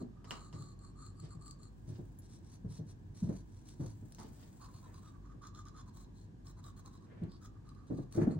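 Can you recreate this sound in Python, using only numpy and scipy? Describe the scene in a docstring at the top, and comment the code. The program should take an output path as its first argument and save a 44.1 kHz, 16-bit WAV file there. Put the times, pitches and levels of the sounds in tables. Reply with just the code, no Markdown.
"""A child scrubs their teeth with a manual toothbrush in a small humming room, beyond a cushion by the microphone.
From the start: furniture knocks (sinking tones, frame ring, noise shudder) and strokes (bristle flicks through
hiss, mouth and cavity resonances), with head ticks (cracks and mouth ring) among them; soon wet smacks (pops,
pings, chirps). Then come cloth rustles (muffled flicks) and, past 2 s, one bright ting (decaying sines).
The mouth resonances step from side teeth to front teeth and, by way of other postures, back to the side."""
import sys
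import numpy as np
from scipy import signal
from scipy.fft import rfft, irfft, next_fast_len
from scipy.io import wavfile
from scipy.ndimage import uniform_filter1d

SR = 44100
rng = np.random.default_rng(int(sys.argv[2]) if len(sys.argv) > 2 else 0)


def dump(signal):
    """Clip the signal to [-1, 1] and save it as 16-bit WAV at the path in sys.argv[1]."""
    limited = np.clip(np.atleast_2d(signal).T, -1, 1)
    pcm = np.round(limited * 32767).astype(np.int16)
    wavfile.write(sys.argv[1], SR, pcm)


N = 369999
TIME_S = np.arange(N) / SR

# room noise spectrum: (frequency [Hz], level [dB per Hz])
AIR_SPECTRUM = [(15, -73), (30, -17.5), (48, 0), (66, -11.5), (100, 0.5), (125, -4.5), (200, -9.5),
                (240, -12), (310, -13.5), (420, -22.5), (580, -30.5), (1000, -30.5), (1350, -42),
                (1620, -33.5), (2050, -45.5), (2800, -46), (7000, -50), (16000, -54.5)]
# steady hum lines: (frequency [Hz], level [dB rms])
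HUM_LINES = [(48.4, -62), (96.9, -64)]
# left-right likeness of diffuse noise: (frequency [Hz], correlation, clipped to -1 to 1)
AIR_CORRELATION = [(30, 0.88), (130, 0.88), (280, 0.64), (500, -0.0098), (1000, -0.22), (3000, -0.2),
                   (7000, 0.25), (10000, -1.13), (13000, -0.85), (16000, -0.9)]
AIR_DB = -54

# padded furniture knocks: (time [s], strength [dB], pitch [Hz], frame ring [dB re tone],
# shudder [dB re tone], rise [s], t60 [s])
KNOCKS = [(0, -37.5, 261, -5, -2, .011, 0.21), (.536, -28, 122, -31, -18, 0.0093, 0.065),
          (0.592, -30.5, 136, -28, -19.5, 0.01, 0.073), (1.221, -39.5, 147, -17, -10.5, 0.0094, 0.11),
          (1.342, -38, 169, -28, -16, 0.008, 0.14), (1.872, -34, 121.4, -17, -16, 0.012, 0.17),
          (1.897, -30, 125, -23, -25, 0.0072, 0.062), (1.98, -36, 135, -11, -9, 0.01, 0.11),
          (2.639, -25.5, 184, -29, -20, 0.011, 0.091), (2.694, -30.5, 127, -29, -29, 0.015, 0.078),
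          (2.784, -27.5, 164.3, -22, -17, .012, 0.12), (3.22, -15.5, 183, -29.5, -28, 0.0093, 0.079),
          (3.26, -29, 186, -18, -19, .016, 0.098), (3.286, -26.5, 181, -20, -9, .006, .09),
          (3.794, -29, 134.4, -15, -8, 0.0079, 0.19), (3.838, -34, 128.4, -16, -15, 0.0072, 0.38),
          (4.016, -46, 210, -14.5, -6.5, .011, 0.12), (4.19, -56, 290, -6, 3, .004, 0.084),
          (4.236, -46.5, 200, -14, -3, .006, 0.21), (4.277, -54.5, 265, -15, -3, 0.0066, 0.13),
          (5.331, -54, 160, -3.5, 0, 0.008, 0.15), (7.212, -24, 181, -16.5, -19, .0119, 0.14),
          (7.898, -35, 268, -3, -1, 0.0063, 0.15), (7.913, -29.5, 171, -19, -11, 0.006, 0.095),
          (7.978, -37.5, 146.7, -18, -0.5, 0.007, 0.28), (8.147, -39.5, 127, -10, 2, 0.0096, 0.085),
          (8.171, -16.5, 291.3, -8, -9, 0.0078, 0.093), (8.218, -18.5, 153.6, -22, -12.5, 0.0045, 0.1),
          (8.266, -19.5, 216, -10, -10, 0.00595, 0.069), (8.349, -23.5, 159.7, -18, -18, 0.014, 0.16)]
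# low furniture modes: (frequency [Hz], level [dB], t60 [s])
BOOM_MODES = [(112.16, 5, 0.25), (146, -4.5, 0.39), (80.4, -5, 0.27), (48.6, -42, 0.037)]
# upper furniture modes: (frequency [Hz], level [dB], t60 [s])
FRAME_MODES = [(282.8, 0, .13), (353, -5.5, 0.13), (427, -6, 0.061), (623, -19, 0.091), (718, -31.5, 0.028)]
# shudder spectrum: (frequency [Hz], level [dB per Hz])
SHUDDER_SPECTRUM = [(60, -4.5), (200, 8.5), (255, 0), (290, 7.5), (320, 4), (350, 3.5), (390, -1),
                    (430, -0.5), (520, -5.5), (750, -11), (1100, -23), (1800, -30.5), (3000, -50.5),
                    (9000, -49)]
# boom level at ordinary strength, and its growth per dB of strength
ORDINARY_DB, BOOM_DB, BOOM_DB_PER_DB = -27.5, -40.5, 0.6
FRAME_RISE_S = 0.0041  # padding rounds the onset

# brush strokes: (middle [s], length [s], force [dB re firm stroke], cavity pitch [Hz], cavity level [dB])
STROKES = [(0.01, 0.038, 4.5, 1170, -65.5), (0.212, 0.17, -34, 1200, -75.5),
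           (0.327, 0.13, 8.5, 1170, -61.5), (0.441, 0.16, 4.5, 1204, -66), (0.593, 0.16, 6, 1170, -66),
           (0.682, 0.15, 1.5, 1184, -73), (0.855, 0.14, 0, 1142, -69), (1.042, 0.18, 4, 1196, -65.5),
           (1.218, 0.16, -1.5, 1184, -73.5), (1.328, 0.083, 2, 1150, -67.5), (1.471, 0.17, 4, 1165, -66.5),
           (1.641, 0.12, 0.5, 1180, -73.5), (1.896, 0.061, -8, 960, -84), (2.252, 0.082, -11, 975, -102),
           (2.337, 0.12, -6.5, 975, -83), (2.467, 0.091, -12.5, 1070, -98), (2.532, 0.1, -6, 1020, -82),
           (2.744, 0.13, -2, 944, -79), (2.898, 0.08, -6, 980, -82), (3.18, 0.082, -3.5, 1000, -88),
           (3.25, 0.13, -6.5, 930, -77), (3.355, 0.15, -6.5, 1020, -77.5), (3.574, 0.23, -16.5, 990, -85),
           (3.7, 0.11, -5, 930, -84), (3.861, 0.17, -4.5, 1000, -74.5), (4.214, 0.052, -1, 926, -60),
           (4.637, 0.086, 3.5, 1064, -62), (4.686, 0.057, -12, 1060, -67), (4.767, 0.093, 1, 1045, -71.5),
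           (4.852, 0.071, -3.5, 1020, -65.5), (4.964, 0.087, 1, 1090, -67), (5.066, 0.11, -1.5, 1190, -67),
           (5.154, 0.053, -19, 1130, -69), (5.253, 0.068, -8, 1120, -69.5), (5.311, 0.065, -6, 1190, -68),
           (5.455, 0.088, 9.5, 1183, -59), (5.583, 0.095, 9.5, 1190, -60.5), (5.678, 0.052, 7.5, 1200, -62),
           (5.773, 0.08, 4, 1210, -65), (5.802, 0.06, 7.5, 1103, -64), (5.881, 0.05, -3.5, 1040, -67),
           (5.989, 0.13, 0.5, 1074, -72), (6.062, 0.054, -25, 920, -82), (6.2, 0.16, -5, 950, -85),
           (6.485, 0.091, 0.5, 1094, -71.5), (6.59, 0.053, -3.5, 1030, -68.5), (6.673, 0.1, 1, 1126, -65.5),
           (6.786, 0.054, 0.5, 1115, -69), (6.872, 0.071, -2.5, 1066, -65),
           (6.942, 0.081, -3.5, 1086, -69.5), (7.036, 0.08, -9.5, 1096, -74),
           (7.335, 0.11, -5, 1094, -73.5), (7.446, 0.082, 0.5, 1254, -66), (7.571, 0.053, -29, 1180, -73.5),
           (7.689, 0.094, -11, 1164, -70), (7.795, 0.16, -17, 1160, -71), (7.886, 0.044, -8, 1160, -80),
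           (7.985, 0.15, -6.5, 1150, -73.5), (8.154, 0.091, 3, 1100, -68), (8.224, 0.065, 0, 1180, -66),
           (8.327, 0.068, -5.5, 1133, -69)]
# mouth resonances, side teeth: (frequency [Hz], width [Hz], level [dB])
SIDE_TEETH = [(4250, 550, 15), (7260, 1000, 6.5), (7750, 2100, 0), (8240, 3900, 3.5)]
# front teeth: (frequency [Hz], width [Hz], level [dB])
FRONT_TEETH = [(4340, 2100, -4.5), (4340, 380, -6), (5820, 1900, 2), (7300, 1100, -6), (8640, 2900, 0.5),
               (3000, 13400, -9)]
# behind the front teeth: (frequency [Hz], width [Hz], level [dB])
BEHIND_FRONT = [(4090, 500, 5), (3700, 770, -4), (4830, 410, 3), (6260, 1800, 0), (8530, 2900, -2),
                (2960, 2800, -7.5)]
# lips closing: (frequency [Hz], width [Hz], level [dB])
LIPS_CLOSING = [(3650, 460, -1), (4180, 710, 4), (5550, 2400, 2), (6800, 1400, 0), (8650, 2000, -4)]
# back teeth: (frequency [Hz], width [Hz], level [dB])
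BACK_TEETH = [(4090, 590, 6.5), (3550, 840, -6.5), (5340, 320, 4), (6380, 860, 0), (7050, 710, -13),
              (8100, 3900, -3.5)]
# side teeth, mouth wide: (frequency [Hz], width [Hz], level [dB])
SIDE_WIDE = [(4405, 370, 6.5), (7660, 770, 4.5), (8400, 1800, 1.5)]
# lips wide: (frequency [Hz], width [Hz], level [dB])
LIPS_WIDE = [(4470, 990, 8.5), (3800, 790, 0), (7750, 2700, -6.5)]
# brush postures, levels for a firm stroke: (start [s], mouth resonances, hiss [dB], mouth [dB])
POSTURES = [(0, SIDE_TEETH, -86, -71), (0.76, SIDE_WIDE, -98, -68), (1.8, FRONT_TEETH, -76, -61),
            (4.6, BEHIND_FRONT, -92, -70.5), (4.92, BEHIND_FRONT, -85, -70.5),
            (5.2, LIPS_CLOSING, -92, -75), (5.85, BACK_TEETH, -66.5, -71), (7.25, LIPS_WIDE, -80, -66),
            (7.39, LIPS_CLOSING, -64, -71.5), (7.52, BEHIND_FRONT, -62, -67.5),
            (8.1, FRONT_TEETH, -69, -66), (8.28, SIDE_TEETH, -71, -63)]
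# direct bristle spectrum: (frequency [Hz], level [dB per Hz])
BRISTLE_SPECTRUM = [(100, -26.5), (700, 2), (1700, -5), (2800, -8.5), (5500, -5), (8000, 3), (9600, 0.5),
                    (11400, -5), (13200, 7), (14800, -6.5), (15800, 2.5)]
# soft hiss also between strokes, silent outside these times: (time [s], level [dB])
HISS_BED = [(1.6, -89), (1.95, -71.5), (2.2, -79), (2.65, -85), (3.1, -84), (3.55, -78.5), (3.97, -73.5),
            (4.2, -67), (4.45, -67.5), (5.05, -71.5), (5.4, -100)]
HISS_DB_PER_FORCE_DB = 2.1  # harder strokes are brighter
MOUTH_SCATTER = 0.033  # relative shift of mouth resonances, standard deviation per stroke
CAVITY_WIDTH_HZ, CAVITY_CUT_RATIO = 123, .86  # high-pass corner as a share of the pitch
# upper cavity resonance, stronger in short strokes; UPPER_DB holds at UPPER_STROKE_S
UPPER_RATIO, UPPER_WIDTH_HZ, UPPER_DB, UPPER_STROKE_S = 1.047, 560, -8, 0.062
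# bristle drag at the turn: level re stroke, delay in stroke lengths, pitch ratio, pitch fall
DRAG_DB, DRAG_DELAY, DRAG_RATIO, DRAG_SINK = -12.5, 0.75, 0.93, .06

# clear head-on-tooth ticks: (time [s], peak of ring [dB])
TICKS = [(0.3078, -39), (0.3157, -48), (0.624, -49), (1.064, -46.5), (1.2, -49), (1.423, -53), (1.46, -47),
         (1.48, -46), (1.5098, -42), (1.632, -48), (3.688, -48), (4.1225, -45), (4.148, -45), (4.2, -46),
         (5.421, -60), (5.474, -54.5), (5.488, -61), (5.549, -51.5), (5.654, -54), (6.469, -50.5),
         (6.6412, -50), (6.86, -47.5), (7.236, -58.5), (7.319, -53), (7.69, -52.5), (7.749, -62.5),
         (8.1252, -40), (8.31, -54)]
# plastic head resonance: (frequency [Hz], width [Hz], level [dB])
HEAD_MODE = (7800, 670, -6.5)
# dry contact crack: (frequency [Hz], level [dB per Hz])
CRACK_SPECTRUM = [(500, -26.5), (2500, -6.5), (4500, -1), (7500, -13.5), (12000, 1.5), (16000, -4.5)]
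CRACK_DB = 2.5  # re ring
# chance ticks: probability at each of four teeth, lowest peak in a firm stroke, range
LIGHT_CHANCE, LIGHT_DB, LIGHT_RANGE_DB = 0.29, -63, 6.5

# wet smacks: (time [s], pop peak [dB], lip ping peak [dB])
SMACKS = [(0.2443, -43, -50.5), (0.3082, -32, -31), (0.3208, -38.5, -47), (0.528, -42.5, -52),
          (4.185, -40, -61)]
# pop spectrum: (frequency [Hz], level [dB per Hz])
POP_SPECTRUM = [(200, 4), (500, -8), (750, -1.5), (1000, 2.5), (1300, -7), (1600, -9), (2200, -6),
                (2450, -18), (3100, -14.5), (4000, -14), (5100, -7.5), (6000, -15), (7200, -13),
                (12000, -17), (16000, -40)]
# lip ping resonances: (frequency [Hz], width [Hz], level [dB])
PING_MODES = [(2920, 340, -0.5), (1500, 890, -13), (4700, 770, -21), (7200, 1100, -23), (10100, 2200, -12)]
# chirp level re ping, delay, first and last pitch, length
CHIRP_DB, CHIRP_DELAY_S, CHIRP_FROM_HZ, CHIRP_TO_HZ, CHIRP_S = -13, .002, 3800, 750, .0095
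# cavity ring after a smack; level re pop
SMACK_RING_HZ, SMACK_RING_WIDTH_HZ, SMACK_RING_DB, SMACK_RING_S = 1177, 280, -19.5, 0.027

# cloth shifts: (middle [s], length [s], level [dB], low-pass corner [Hz])
RUSTLES = [(1.241, 0.11, -76, 8000), (1.932, 0.21, -80, 8000), (3.3, 0.21, -78.5, 2500),
           (3.832, 0.071, -70.5, 1300), (4.23, 0.21, -76, 8000), (4.422, 0.23, -78, 6050),
           (4.887, .14, -75, 2000), (7.122, 0.23, -76, 2430), (7.221, 0.19, -74, 2540),
           (8.213, 0.22, -65.5, 2150), (8.218, 0.014, -55.5, 2250), (8.314, 0.12, -71.5, 2220)]
# cloth spectrum: (frequency [Hz], level [dB per Hz])
CLOTH_SPECTRUM = [(80, -21), (400, 2), (900, -4), (1700, -3), (2600, -6), (6000, -5.5), (9000, -31),
                  (16000, -41)]

# ting modes: (frequency [Hz], level [dB], t60 [s])
TING_MODES = [(7160, -67, 0.088), (11200, -53, 0.072), (11900, -51, 0.06)]
TING_START_S = 2.188

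# microphone pair, direct sound: (frequency [Hz], left lead [rad])
PORT_PHASE = [(100, 0), (1200, 0), (3200, -.2), (4200, -1.3), (5200, -2.7), (7000, -3.2), (8000, -4),
              (9600, -3.2), (12500, -3.1), (14500, -2.4), (16000, -.7)]
# microphone pair, direct sound: (frequency [Hz], left minus right [dB])
PORT_BALANCE = [(200, 2), (600, -22.5), (1100, -5.5), (2000, -0.5), (4000, 0.5), (4600, 4), (5500, -4),
                (6500, 9.5), (7500, 6.5), (8500, 5), (9500, 0.5)]
# reverberation colour, added to each source's wet level: (frequency [Hz], level [dB])
ROOM_SHARE = [(100, -7.5), (300, 5.5), (600, 2), (2000, -4.5), (4000, 0), (7500, -0.5), (10000, -18.5),
              (13000, -33.5), (16000, -2)]
# reverberation decay: (frequency [Hz], t60 [s])
ROOM_T60 = [(100, 0.31), (500, 0.38), (2000, 0.31), (8000, 0.15), (16000, 0.33)]
EDGE_HZ = 15850


def amp(db):
    """Decibels to gain."""
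    return 10 ** (np.asarray(db) / 20)


def unit(x):
    """Scales to rms 1."""
    return x / np.sqrt(np.mean(x ** 2) + 1e-20)


def read(points, hz):
    """Interpolates a table on a log-frequency axis."""
    table_hz, value = np.transpose(points)
    return np.interp(np.log(hz + 1), np.log(table_hz + 1), value)


def add(mix, start_s, sound):
    """Mixes a sound in at start_s, or at 0 if earlier."""
    part = mix[max(round(start_s * SR), 0):][:len(sound)]
    part += sound[:len(part)]


def shaped(x, response):
    """Filters by a function giving gain against frequency."""
    size = next_fast_len(x.shape[-1] + 2048)
    hz = np.arange(size // 2 + 1) * SR / size
    return irfft(rfft(x, size) * response(hz), size)[..., :x.shape[-1]]


def coloured(x, spectrum):
    """Imposes a spectrum on x and scales to rms 1."""
    return unit(shaped(x, lambda hz: amp(read(spectrum, hz))))


def resonate(x, hz, width_hz):
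    """Band-pass resonance with unit peak gain."""
    hz = min(hz, .48 * SR)
    return signal.lfilter(*signal.iirpeak(hz, hz / width_hz, SR), x)


def ring(x, modes):
    """Parallel resonances, each two cascaded band-passes 1% wider than listed."""
    out = 0
    for hz, width_hz, db in modes:
        once = resonate(x, hz, width_hz * 1.01)
        out = out + amp(db) * resonate(once, hz, width_hz * 1.01)
    return out


def decaying_sines(modes, t):
    """Sum of freely decaying modes."""
    return sum(amp(db - 60 * t / t60_s) * np.sin(2 * np.pi * hz * t) for hz, db, t60_s in modes)


def glide(x, hz, width_hz):
    """Resonance following the curve hz: shift down to zero, smooth by a double pole, shift back."""
    turn = np.exp(2j * np.pi * np.cumsum(hz) / SR)
    r = np.exp(-np.pi * width_hz / SR)
    return (turn * signal.lfilter([(1 - r) ** 2], [1, -2 * r, r * r], x / turn)).real


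def cut(x, hz, kind):
    """Steep high-pass or low-pass."""
    return signal.sosfilt(signal.butter(4, min(hz, .45 * SR), kind, fs=SR, output="sos"), x)


def arch(middle_s, length_s):
    """Sample indices of one movement, and its half-sine speed."""
    first = max(int((middle_s - length_s / 2) * SR), 0)
    at = np.arange(first, min(int((middle_s + length_s / 2) * SR), N))
    return at, np.maximum(np.cos(np.pi * (at / SR - middle_s) / length_s), 0)


def flicks(per_s, spread_db, smooth, clump_db):
    """Stick-slip releases of uneven size, in clumps, over smooth friction noise."""
    chance = rng.random(N)
    size = np.minimum(rng.exponential(1, N), 4)
    sign, hiss, slow = rng.standard_normal((3, N))
    clumps = unit(uniform_filter1d(uniform_filter1d(slow, size=260), size=160))
    grains = unit((chance < per_s / SR) * np.sign(sign) * amp(spread_db * size))
    return unit((grains + smooth * hiss) * amp(clump_db * clumps))


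def snap(decay_s):
    """Very short contact: one impulse plus decaying noise."""
    t = np.arange(2000) / SR
    return (t == 0) + 1.2 * rng.standard_normal(len(t)) * np.exp(-t / decay_s)


def posture(s):
    """Mouth resonances, hiss dB and mouth dB held at time s."""
    return POSTURES[sum(row[0] <= s for row in POSTURES[1:])][1:]


def diffuse(spectrum):
    """Noise from all around, its left-right correlation set at each frequency."""
    mid, side = rng.standard_normal((2, N))
    mid = shaped(mid, lambda hz: np.sqrt(1 + np.clip(read(AIR_CORRELATION, hz), -1, 1)))
    side = shaped(side, lambda hz: np.sqrt(1 - np.clip(read(AIR_CORRELATION, hz), -1, 1)))
    return coloured(np.array([mid + side, mid - side]), spectrum)


def in_room(x, wet_db, early_db):
    """Direct sound at two ports, plus near reflections and a decaying tail."""
    t = TIME_S[:SR // 2]
    signs = rng.choice([-1., 1.], (2, len(t)))
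    taps = signs * (rng.random((2, len(t))) < .08) * (t > .003)
    taps *= 1 + amp(early_db) * np.exp(-t / 0.0043)
    band_hz, frame_s, bands = signal.stft(taps, SR, nperseg=256)
    decay = amp(-60 * frame_s / read(ROOM_T60, band_hz)[:, None])
    tail = signal.istft(bands * decay, SR, nperseg=256)[1]
    wet = signal.fftconvolve(x[None], tail / np.linalg.norm(tail[0]), axes=1)[:, :N]
    ear = np.array([[.5], [-.5]])  # half the difference to each side
    direct = shaped(x, lambda hz: amp(ear * read(PORT_BALANCE, hz)) * np.exp(1j * ear * read(PORT_PHASE, hz)))
    return direct + shaped(wet, lambda hz: amp(wet_db + read(ROOM_SHARE, hz)))


def room_tone(waver_cycles=0.48):
    """Low rumble, and an appliance hum whose phase wanders slowly."""
    slow = shaped(rng.standard_normal(N), lambda hz: np.exp(-(hz / 2) ** 2))
    drift = waver_cycles * unit(slow)
    hum = 0
    for hz, db in HUM_LINES:
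        turns = hz * TIME_S + drift + rng.random()
        hum = hum + amp(db) * np.sqrt(2) * np.sin(2 * np.pi * turns)
    return amp(AIR_DB) * diffuse(AIR_SPECTRUM) + hum


def knocks(sag=0.32, sag_s=0.026, shudder_t60_s=0.25):
    """Padded blows: a tone sinking as pressure eases, low boom, frame ring and noise shudder."""
    body, shudder_power = np.zeros((2, N))
    t = TIME_S[:SR // 2]
    boom = decaying_sines(BOOM_MODES, t)
    frame = decaying_sines(FRAME_MODES, t) * (1 - np.exp(-(t / FRAME_RISE_S) ** 2))
    for start_s, db, hz, frame_db, shudder_db, rise_s, t60_s in KNOCKS:
        onset = 1 - np.exp(-(t / rise_s) ** 2)
        turns = np.cumsum(hz * (1 - sag / 2 + sag * np.exp(-t / sag_s))) / SR
        tone = amp(db - 60 * t / t60_s) * np.sin(2 * np.pi * turns)
        boom_db = BOOM_DB + BOOM_DB_PER_DB * (db - ORDINARY_DB)
        add(body, start_s, onset * (tone + amp(boom_db) * boom))
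        add(body, start_s + rise_s / 2, amp(db + frame_db) * frame)
        add(shudder_power, start_s, (onset * amp(db + shudder_db - 60 * t / shudder_t60_s)) ** 2)
    return body, np.sqrt(shudder_power) * diffuse(SHUDDER_SPECTRUM)


def brush(grip=1.0, cavity_grip=0.56, squeeze=0.042, sink=0.038, catch=0.21, catch_s=0.006):
    """Bristle flicks swell with stroke speed: direct, in the gaps round the teeth and in the mouth cavity."""
    drive = flicks(per_s=1500, spread_db=2.5, smooth=0.9, clump_db=2.5)
    hiss = coloured(drive, BRISTLE_SPECTRUM)
    out = hiss * amp(np.interp(TIME_S, *np.transpose(HISS_BED), left=-np.inf, right=-np.inf))
    jaws = rng.standard_normal(len(STROKES))
    for (s, length_s, force_db, cavity_hz, cavity_db), jaw in zip(STROKES, jaws):
        modes, hiss_db, mouth_db = posture(s)
        at, speed = arch(s, length_s)
        held_modes = [(hz * (1 + MOUTH_SCATTER * jaw), width_hz, db) for hz, width_hz, db in modes]
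        mouth = unit(ring(drive[at], held_modes))
        direct = amp(hiss_db + HISS_DB_PER_FORCE_DB * force_db) * hiss[at]
        out[at] += speed ** grip * (direct + amp(mouth_db + force_db) * mouth)
        # pitch rises as the brush head fills the cavity, sinks as it leaves
        pitch_hz = cavity_hz * (1 + squeeze * (speed - speed.mean()) - sink * (at / SR - s) / length_s)
        upper_gain = amp(UPPER_DB) * (UPPER_STROKE_S / length_s) * speed
        upper = upper_gain * glide(drive[at], pitch_hz * UPPER_RATIO, UPPER_WIDTH_HZ)
        cavity = glide(drive[at], pitch_hz, CAVITY_WIDTH_HZ) + upper
        cavity = unit(cut(cavity, CAVITY_CUT_RATIO * cavity_hz, "high"))
        # the cavity jumps as the bristles break loose
        loose = catch * np.exp(-(at - at[0]) / SR / catch_s)
        out[at] += (speed ** cavity_grip + loose) * amp(cavity_db) * cavity
        # bristles drag on as the brush turns round
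        turn_s = s + DRAG_DELAY * length_s
        at, speed = arch(turn_s, length_s)
        pitch_hz = cavity_hz * (DRAG_RATIO - DRAG_SINK * (at / SR - turn_s) / length_s)
        drag = unit(glide(drive[at], pitch_hz, CAVITY_WIDTH_HZ))
        out[at] += speed * amp(cavity_db + DRAG_DB) * drag
    return out


def ticks():
    """Hard plastic meets a tooth: a dry crack, and a short ring of the mouth in its present posture."""
    out, click, contacts = np.zeros(N), np.zeros(256), list(TICKS)
    click[32] = 1  # leaves room for ringing ahead of the peak
    crack = coloured(click, CRACK_SPECTRUM)
    for s, length_s, force_db, *_ in STROKES:
        for place, chance, size in rng.random((4, 3)):
            if chance < LIGHT_CHANCE:
                light_db = LIGHT_DB + force_db + LIGHT_RANGE_DB * size
                contacts.append((s + length_s * (place - .5), light_db))
    snaps = [snap(decay_s=0.0014) for _ in range(len(TICKS))]
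    for k, (s, db) in enumerate(contacts):
        tick = ring(snaps[k % len(snaps)], [*posture(s)[0], HEAD_MODE])
        add(out, s, amp(db) * tick / abs(tick).max())
        add(out, s, amp(db + CRACK_DB) * crack / abs(crack).max())
    return out


def smacks():
    """A saliva film breaks: the open mouth pops, the lip gap pings, then chirps downwards as it widens."""
    pops, pings = np.zeros((2, N))
    click = np.zeros(1024)
    click[64] = 1  # leaves room for ringing ahead of the peak
    pop = coloured(click, POP_SPECTRUM)
    opening = np.arange(0, 1, 1 / (CHIRP_S * SR))
    chirp_hz = CHIRP_FROM_HZ * (CHIRP_TO_HZ / CHIRP_FROM_HZ) ** opening
    chirp = np.sqrt(abs(np.sin(np.pi * opening))) * np.sin(2 * np.pi * np.cumsum(chirp_hz) / SR)
    for s, db, ping_db in SMACKS:
        ping = ring(snap(decay_s=.0001), PING_MODES)
        add(pops, s - .001, amp(db) * pop / abs(pop).max())
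        add(pings, s, amp(ping_db) * ping / abs(ping).max())
        add(pings, s + CHIRP_DELAY_S, amp(ping_db + CHIRP_DB) * chirp)
    return pops, pings


def cavity_ring():
    """The open mouth rings on while the saliva film tears: resonant noise that swells and decays."""
    out, t = np.zeros(N), TIME_S[:SR // 4]
    noise = rng.standard_normal(len(t))
    tearing = unit(ring(noise, [(SMACK_RING_HZ, SMACK_RING_WIDTH_HZ, 0)]))
    swell = t / SMACK_RING_S * np.exp(-t / SMACK_RING_S)
    for s, db, _ in SMACKS:
        add(out, s, amp(db + SMACK_RING_DB) * tearing * swell)
    return out


def rustles():
    """Cloth fibres slip over each other; pressed cloth is muffled."""
    out = np.zeros(N)
    fibres = coloured(flicks(per_s=1600, spread_db=5.5, smooth=0.58, clump_db=2.5), CLOTH_SPECTRUM)
    for s, length_s, db, top_hz in RUSTLES:
        at, speed = arch(s, length_s)
        out[at] += amp(db) * speed ** 2 * unit(cut(fibres[at], top_hz, "low"))
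    return out


def ting():
    """High decaying modes of something small and hard."""
    out = np.zeros(N)
    add(out, TING_START_S, decaying_sines(TING_MODES, TIME_S[:SR // 2]))
    return out


def scene():
    """All sources in the room."""
    body, shudder = knocks()
    pops, pings = smacks()
    mouth = in_room(brush() + cavity_ring(), wet_db=-3.0, early_db=11.5)
    mouth = mouth + in_room(pops, wet_db=11.5, early_db=-27)
    clicks = in_room(ticks() + ting() + pings, wet_db=-2.5, early_db=1.5)
    thud = in_room(body, wet_db=-5.5, early_db=0)
    # slight cross-mix: the furniture shakes both ports
    thud = .85 * thud + .15 * thud[::-1]
    furniture = thud + shudder + in_room(rustles(), wet_db=9, early_db=10)
    return room_tone() + furniture + mouth + clicks


def record(dry):
    """Linear-phase low-pass: the upper band limit."""
    band_limit = signal.firwin(511, EDGE_HZ, window=("kaiser", 9), fs=SR)
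    return signal.oaconvolve(dry, band_limit[None], "same")


dry = scene()
out = record(dry)
dump(out)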